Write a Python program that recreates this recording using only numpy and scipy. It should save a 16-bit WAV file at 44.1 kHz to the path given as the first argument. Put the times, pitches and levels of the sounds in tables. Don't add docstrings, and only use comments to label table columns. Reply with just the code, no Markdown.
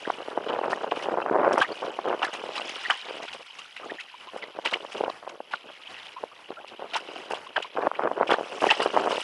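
import sys
import numpy as np
from scipy import signal
from scipy.fft import rfft, irfft, next_fast_len
from scipy.io import wavfile
from scipy.ndimage import uniform_filter1d

SR = 44100
rng = np.random.default_rng(int(sys.argv[2]) if len(sys.argv) > 2 else 0)


def persist_wave(psi):
    counts = np.round(np.clip(psi, -1, 1) * 32767).astype(np.int16)
    wavfile.write(sys.argv[1], SR, np.atleast_2d(counts).T)


N = 407043

# (time [s], level [dB])
BREEZE = [(0, -45.5), (.6, -37.5), (1.4, -31.5), (1.7, -48.5), (2.3, -38), (3.2, -61), (3.5, -68),
          (4.2, -65), (4.7, -50.5), (5.3, -56.5), (5.9, -60), (6.6, -60), (7.2, -42.5), (7.6, -59),
          (8.0, -40), (9.23, -37)]
# (start [s], length [s], level [dB])
PUFFS = [(0.069, 0.018, -30), (0.2, 0.028, -33.5), (0.288, 0.039, -45), (0.368, 0.026, -30),
         (0.464, 0.13, -31.0), (0.63, 0.11, -29.5), (0.81, 0.032, -40), (0.883, 0.058, -44),
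         (1.049, 0.18, -32), (1.292, 0.32, -24.5), (1.684, 0.049, -32), (1.811, 0.098, -34.5),
         (2.043, 0.11, -29), (2.213, 0.034, -43), (2.342, 0.013, -27.5), (2.414, 0.098, -40),
         (2.54, 0.16, -43.5), (2.752, 0.02, -47), (2.88, 0.044, -43), (3.042, 0.22, -40),
         (3.34, 0.03, -43.5), (3.394, 0.028, -42.5), (3.793, 0.17, -44.5), (4.248, 0.033, -51),
         (4.323, 0.19, -45), (4.535, 0.064, -41.5), (4.639, 0.053, -40.5), (4.717, 0.061, -35),
         (4.802, 0.056, -38), (4.936, 0.17, -38.0), (5.224, 0.03, -42), (5.262, 0.099, -45.5),
         (5.526, 0.035, -43), (5.63, 0.049, -48.5), (5.681, 0.028, -40.5), (6.194, 0.076, -52.5),
         (6.485, 0.049, -46.5), (6.562, 0.09, -52), (6.715, 0.037, -42), (6.789, 0.073, -37.5),
         (6.947, 0.032, -60), (7.07, 0.05, -44), (7.154, 0.019, -35.5), (7.27, 0.12, -44.5),
         (7.485, 0.034, -49), (7.562, 0.046, -36.5), (7.753, 0.13, -29), (7.99, 0.096, -30),
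         (8.169, 0.072, -28), (8.288, 0.062, -24), (8.38, 0.024, -34.5), (8.514, 0.034, -38),
         (8.613, 0.072, -26.5), (8.696, 0.022, -43), (8.795, 0.045, -28.5), (8.846, 0.034, -27.5),
         (8.926, 0.21, -27.0)]
# (time [s], peak level [dB], pitch [Hz])
POPS_AND_THUDS = [(0.0863, -21, 732), (0.1025, -7.5, 870), (0.285, -18, 555), (0.3768, -10.5, 640),
                  (0.5391, -12.5, 650), (0.5914, -10.5, 674), (0.616, -18, 630), (0.6355, -22, 720),
                  (0.651, -21, 770), (0.6843, -15.0, 550), (0.732, -9, 925), (0.8451, -14.5, 650),
                  (0.9216, -7.5, 710), (1.0873, -10.5, 605), (1.1416, -13, 620), (1.1741, -11, 650),
                  (1.1867, -11.5, 610), (1.2624, -10.5, 795), (1.338, -11, 665), (1.3466, -10.0, 685),
                  (1.3563, -8, 690), (1.3637, -7, 720), (1.3994, -13.5, 680), (1.4432, -13, 766),
                  (1.489, -25, 600), (1.515, -13.0, 730), (1.542, -12, 640), (1.5791, -4, 920),
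                  (1.591, -12, 750), (1.8223, -20.5, 593), (1.8301, -16, 684), (1.8528, -24, 650),
                  (1.99, -12.5, 754), (2.0565, -14, 690), (2.0858, -18, 540), (2.1042, -12, 644),
                  (2.1289, -11.5, 920), (2.1378, -14.5, 740), (2.22, -13.5, 920), (2.2337, -12, 1160),
                  (2.2483, -24, 1110), (2.4397, -19, 600), (2.4915, -21, 670), (2.5982, -19.5, 850),
                  (2.6167, -24, 680), (2.9041, -9, 1140), (3.11, -21, 600), (3.2406, -28, 770),
                  (3.862, -27, 537), (3.9209, -20, 504), (4.3634, -20, 610), (4.5891, -16.5, 640),
                  (4.7288, -20, 690), (4.7523, -26, 830), (4.7606, -21, 590), (4.85, -21.5, 750),
                  (5.0103, -9.5, 560), (5.0385, -9.5, 630), (5.0812, -13.5, 630), (5.1006, -18.0, 744),
                  (5.269, -27, 890), (5.2773, -20, 694), (5.4048, -19.5, 640), (5.5387, -11, 1220),
                  (6.2385, -15.0, 640), (6.5058, -20.0, 490), (6.6467, -27, 780), (6.8233, -20.5, 670),
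                  (6.9552, -16, 1010), (6.971, -32, 1050), (7.3096, -19.5, 600), (7.3216, -23, 605),
                  (7.3362, -13.5, 720), (7.581, -11.5, 790), (7.604, -22, 610), (7.7737, -12, 970),
                  (7.7846, -14, 580), (7.7909, -16, 650), (7.829, -14, 756), (7.8362, -15, 675),
                  (7.8709, -5, 770), (7.9158, -13.5, 884), (7.9947, -8.5, 800), (8.0374, -11, 595),
                  (8.0567, -10.5, 730), (8.1152, -11, 700), (8.2119, -4, 650), (8.231, -7.5, 900),
                  (8.2988, -16, 655), (8.3075, -18, 880), (8.3227, -5, 630), (8.3858, -14.5, 650),
                  (8.411, -14, 575), (8.6209, -12.5, 610), (8.6424, -4.5, 684), (8.669, -8.5, 635),
                  (8.715, -27, 860), (8.8032, -10, 610), (8.8609, -9.0, 615), (8.9657, -6, 720),
                  (8.9742, -3, 860), (9.062, -11, 620), (9.0739, -10.5, 804), (9.1288, -13, 650),
                  (9.1812, -14, 634)]


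def wind_and_thuds(swirls_per_s=470, puff_fade_s=0.0069):
    clump_db = 6.2 * np.tanh(0.43 * wander(0.0069))
    hits = random_hits(swirls_per_s, spread_db=3.1, cap=3) * gain_of(clump_db)
    kind, out = rng.integers(0, 16, N), np.zeros(N)
    for k, (phase, sweep, lag) in enumerate(rng.random((16, 3))):
        hz = 700 * 2 ** (1.35 * (k / 15 - .5))
        pop = dull_pop(hz, 0.97, phase, 6.76 * (sweep - .5), 0.00767 * (lag - .5))
        out += signal.oaconvolve(hits * (kind == k), pop, "same")
    power = gain_of(2 * curve(BREEZE, column=1))
    for start, length, db in PUFFS:
        t = np.arange(0, length, 1 / SR)
        fade = np.clip(np.minimum(t, length - t) / puff_fade_s, 0, 1)
        add(power, start, gain_of(2 * db) * fade)
    out = evened(out) * np.sqrt(power)
    for time, db, hz in POPS_AND_THUDS:
        phase, sweep, lag = rng.random(3)
        pop = dull_pop(hz, 1.11, phase, 6.5 * (sweep - .5), 0.00938 * (lag - .5))
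        add(out, time - 512 / SR, gain_of(db) * pop)
    return out


# (frequency [Hz], relative level [dB])
POP_TONE = [(24, -78), (40, -46.5), (462, 0.5), (499, 2), (1020, -2.5), (1310, -19), (1470, -10.5),
            (2120, -29), (4000, -64), (5200, -68), (8800, -120)]
MIDDLE_POP_HZ = 650


def dull_pop(hz, narrowness, phase, sweep, lag_s):
    tone_hz = np.fft.rfftfreq(1024, 1 / SR) * MIDDLE_POP_HZ / hz
    strength = gain_of(level_at(POP_TONE, tone_hz) * 1.09 * narrowness)
    treble_shift = sweep * np.log(tone_hz / MIDDLE_POP_HZ + 0.27) ** 2
    pop = np.roll(irfft(strength * np.exp(1j * (2 * np.pi * phase + treble_shift))), 512)
    pop = pop - 0.22 * np.roll(pop, round(lag_s * SR)) + 0.35 * np.roll(pop, -round(1.713 * lag_s * SR))
    return pop * np.hanning(1024) / abs(signal.hilbert(pop)).max()


# (lowest pitch [Hz], highest pitch [Hz], rate [per s], ring time [cycles], loudness spread [dB])
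GULP, FROTH = (700, 2065, 950, 6.7, 3.95), (1930, 3854, 1600, 5.4, 3.58)
SPRAY = (4150, 10160, 4500, 7.4, 3.9)
PLINK = (900, 4200, 160, 7, 3.)
# (time [s], froth level [dB], spray level [dB])
SLOSH = [(0.0, -43.5, -56), (0.36, -50.5, -63.5), (0.79, -47.5, -59.5), (1.36, -56, -67),
         (1.8, -44.5, -56.5), (2.16, -49.5, -63.5), (2.7, -39, -51), (3.19, -42.5, -56.5),
         (3.32, -49, -58.5), (4.47, -50.5, -66.5), (4.88, -49.5, -58), (5.37, -58.5, -69.5),
         (6.01, -45, -61.5), (6.3, -53.5, -67.5), (6.84, -50.5, -68.5), (7.17, -46.5, -56.5),
         (7.4, -50.5, -66.5), (8.28, -54.5, -67), (8.43, -48, -55), (9.23, -39.5, -50)]
# (peak time [s], froth level [dB], gulp above froth [dB], spray above froth [dB], time to fall 8 dB [ms])
SLAPS = [(0.49, -33.5, -25, -23, 8.5), (0.71, -44.5, -5, -1, 24), (0.915, -32, -20, -21, 9),
         (0.965, -42, -15, -9, 74), (1.03, -37, -12, -8, 10), (1.534, -35, -1, -1.5, 3.6),
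         (1.586, -32.5, 6, -5.5, 6), (1.607, -34, -8, -13, 25), (1.621, -23, 5, -15, 9.5),
         (2.087, -36.5, -1, -17, 5), (2.231, -31.5, 7.5, -19, 18), (2.249, -33.5, 4, -2.5, 4.7),
         (2.34, -34, -11, -9.5, 20), (2.564, -30, -8, -14, 28), (2.696, -30.5, -5, -8, 4.9),
         (2.767, -49.5, 13, -20, 5.5), (2.849, -39, -2, -32, 41), (2.906, -20.5, 4.5, -15, 7.3),
         (2.945, -48, -15, -12, 4), (3.23, -38.5, -17, -8, 8.7), (3.283, -35.5, -8, -22, 8.6),
         (3.336, -35.5, -9, -9, 10), (3.592, -37, -19, -9, 5.5), (3.769, -33.5, -12, -25, 3.4),
         (4.005, -34.5, -10, -13.5, 10), (4.377, -53.5, 5, 2.5, 14), (4.428, -36, -12.5, -26, 8.9),
         (4.659, -23.5, -6, -17, 20), (4.715, -42, -2, -6, 20), (4.738, -23, -7.5, -18.5, 6.2),
         (4.924, -40, -4, -9.5, 31), (4.977, -39, -1.5, -14, 26), (5.042, -38, -11, -30, 9.2),
         (5.101, -35, -4, -23, 3), (5.297, -39.5, -4, -13, 3.5), (5.522, -41, -1.5, -15, 40),
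         (6.054, -44, -20, -12, 4.1), (6.683, -36.5, -28, -15, 5), (6.941, -27.5, -3.5, -14.5, 14),
         (6.966, -30.5, 1.5, -5.5, 8.4), (7.308, -42.5, 9, -4, 8), (7.323, -36, -14, -6, 2.7),
         (7.349, -38, -23, -14, 20), (7.566, -25.5, 1.5, -20.5, 3.8), (7.629, -26.5, -17, -17.5, 3.7),
         (7.821, -40, 8, -29, 4.9), (7.955, -38, -10, -31, 11), (8.28, -36, -20, -15, 20),
         (8.311, -27.5, 4, -14, 20), (8.333, -27, 0, -20, 5.2), (8.614, -37, -14, -6.5, 44),
         (8.637, -35.5, -23, -8, 45), (8.667, -34, -14, -9.5, 130), (8.709, -15, -4.5, -18.5, 7.6),
         (8.805, -24.5, 0, -31, 5), (8.825, -29, -8, -4.5, 9), (8.849, -44, -7, -2, 17),
         (9.11, -38, -13, -5.5, 100), (9.205, -38, -8, -3, 32)]
# (frequency [Hz], boost or cut [dB])
MIC_TONE = [(300, -8), (900, 2), (1500, 2.5), (2050, -4.5), (3000, 4.5), (3650, -5), (5000, 3), (7200, -5),
            (10500, -7.5), (11500, -15), (12300, -9)]


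def water():
    flicker = gain_of(1.45 * wander(0.01) + 0.19 * wander(0.022))
    froth = gain_of(curve(SLOSH, column=1)) * flicker
    spray = gain_of(curve(SLOSH, column=2)) * flicker
    gulp = froth * gain_of(-10.5)
    power = np.array([gulp, froth, spray]) ** 2
    ms = np.arange(-40, 160, 1000 / SR)
    for time, db, gulp_db, spray_db, fall_ms in SLAPS:
        rise_ms = 4 + 0.25 * min(fall_ms, 30)
        crest = gain_of(-8 * np.where(ms < 0, abs(ms / rise_ms) ** 3, ms / fall_ms))
        trail = gain_of(-10 - 0.39 * ms) * (ms > 0)
        for row, extra_db in zip(power, (gulp_db, 0, spray_db)):
            add(row, time - .04, gain_of(2 * (db + extra_db)) * (crest ** 2 + trail ** 2))
    streams = [bubble_stream(*size) for size in (GULP, FROTH, SPRAY)]
    plinks = bubble_stream(*PLINK) * gain_of(curve(SLOSH, column=1) - 14)
    return coloured((np.sqrt(power) * streams).sum(0) + plinks, MIC_TONE)


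def bubble_stream(low_hz, high_hz, per_s, ring_cycles, spread_db):
    hits = random_hits(per_s, spread_db, cap=5)
    kind, out = rng.integers(0, 16, N), np.zeros(N)
    for k, hz in enumerate(np.geomspace(low_hz, high_hz, 16)):
        cycles = np.arange(round(5 * ring_cycles * SR / hz)) * hz / SR
        glide = 1 + rng.uniform(0.001, 0.072) * cycles / (5 * ring_cycles)
        fade = np.exp(-cycles / ring_cycles) * (1 - np.exp(-cycles / .3))
        ring = np.sin(2 * np.pi * cycles * glide) * fade
        out += signal.oaconvolve(hits * (kind == k), ring / np.linalg.norm(ring))[:N]
    return evened(out)


# (time [s], rough level [dB], starting pitch [Hz], length [ms])
CLEAR_RINGS = [(0.05, -30, 1670, 12), (0.728, -25.5, 1710, 14), (0.993, -39, 1890, 26),
               (1.217, -34, 2730, 17), (1.644, -27, 1830, 17), (1.72, -37, 4500, 11),
               (2.247, -24, 1810, 12.4), (2.576, -28, 1120, 15.5), (2.849, -24.5, 1825, 20),
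               (2.9, -17.5, 1790, 11), (3.58, -43, 1116, 42), (3.83, -38.5, 1160, 30),
               (3.896, -30.5, 1800, 17), (3.984, -34, 1875, 19), (4.14, -38.5, 950, 14),
               (4.27, -39, 935, 30), (4.43, -32, 1950, 13), (5.535, -19.5, 1420, 12),
               (5.87, -34, 3120, 9.8), (6.163, -32.5, 944, 29), (6.314, -44.5, 1100, 23),
               (6.568, -38.5, 1270, 30), (6.575, -42, 563, 50), (6.955, -20, 847, 15.3),
               (7.465, -35, 960, 13.4), (7.563, -19, 1483, 15.6), (7.644, -33.5, 980, 18),
               (8.273, -40, 2750, 17), (8.689, -18, 1750, 10), (8.713, -12, 818, 12.4)]


def clear_rings(rise_hz_per_ms=6.6):
    out, unsteady = np.zeros(N), wander(0.0022)
    for time, db, start_hz, ms in CLEAR_RINGS:
        progress = np.linspace(0, 1, round(ms * SR / 1000))
        wobble = 1 + .05 * unsteady[round(time * SR):][:len(progress)]
        hz = (start_hz + rise_hz_per_ms * ms * progress) * wobble
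        fade = gain_of(db - 5.5 * progress) * signal.windows.tukey(len(progress), .3)
        add(out, time, fade * np.sin(2 * np.pi * np.cumsum(hz) / SR))
    return out * gain_of(4 * np.tanh(wander(.0012)))


def droplets(per_s=60):
    hits = random_hits(per_s, spread_db=4.5, cap=4)
    kind, out = rng.integers(0, 10, N), np.zeros(N)
    for k, hz in enumerate(np.geomspace(2500, 9000, 10)):
        cycles = np.arange(200) * hz / SR
        tick = np.sin(2 * np.pi * cycles) * np.exp(-cycles / 10.3)
        out += signal.oaconvolve(hits * (kind == k), tick)[:N]
    return coloured(out * gain_of(curve(SLOSH, column=2) + 3), MIC_TONE)


# (frequency [Hz], relative level [dB])
WAVE_TONE = [(18, -64), (30, -14), (442, -3.5), (849, 2.5), (2050, -2.5), (2980, -34), (4460, -12),
             (7190, -23), (11000, -23.5), (12200, -60), (15800, -81), (22000, -120)]


def far_waves(level_db=-59):
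    loudness = gain_of(level_db + 5.2 * wander(0.049))
    return loudness * evened(coloured(rng.standard_normal(N), WAVE_TONE))


# (pitch [Hz], level [dB])
WHINE_NOTES = [(10740, -90), (10826, -109.5), (10907, -80), (11143, -90), (11230, -92), (11310, -89)]


def camera_whine():
    t = np.arange(N) / SR
    return sum(gain_of(db) * np.sqrt(2) * np.sin(2 * np.pi * (hz * t + rng.random()))
               for hz, db in WHINE_NOTES)


def gain_of(db):
    return 10 ** (np.asarray(db) / 20)


def evened(x):
    return x / np.sqrt(np.mean(x ** 2) + 1e-20)


def level_at(tone, hz):
    known_hz, db = np.transpose(tone)
    return np.interp(np.log(hz + 1), np.log(known_hz + 1), db)


def curve(rows, column):
    rows = np.array(rows)
    return np.interp(np.arange(N) / SR, rows[:, 0], rows[:, column])


def coloured(x, tone):
    size = next_fast_len(N)
    gains = gain_of(level_at(tone, np.fft.rfftfreq(size, 1 / SR)))
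    return irfft(rfft(x, size) * gains, size)[:N]


def wander(seconds):
    size = max(round(seconds * SR), 2)
    return evened(uniform_filter1d(uniform_filter1d(rng.standard_normal(N), size), size))


def random_hits(per_s, spread_db, cap):
    sizes = gain_of(spread_db * np.minimum(rng.exponential(1, N), cap))
    return sizes * (rng.random(N) < per_s / SR)


def add(mix, start_s, sound):
    part = mix[max(round(start_s * SR), 0):][:len(sound)]
    part += sound[:len(part)]


def scene():
    return (wind_and_thuds() + water() + droplets() + clear_rings() + camera_whine() + far_waves())[None]


def record(dry, low_hz=70, high_hz=12300):
    thin = signal.sosfilt(signal.butter(3, low_hz, "high", fs=SR, output="sos"), dry)
    treble_cut = signal.firwin(511, high_hz, window=("kaiser", 9), fs=SR)
    return signal.oaconvolve(thin, treble_cut[None], "same")


dry = scene()
out = record(dry)
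persist_wave(out)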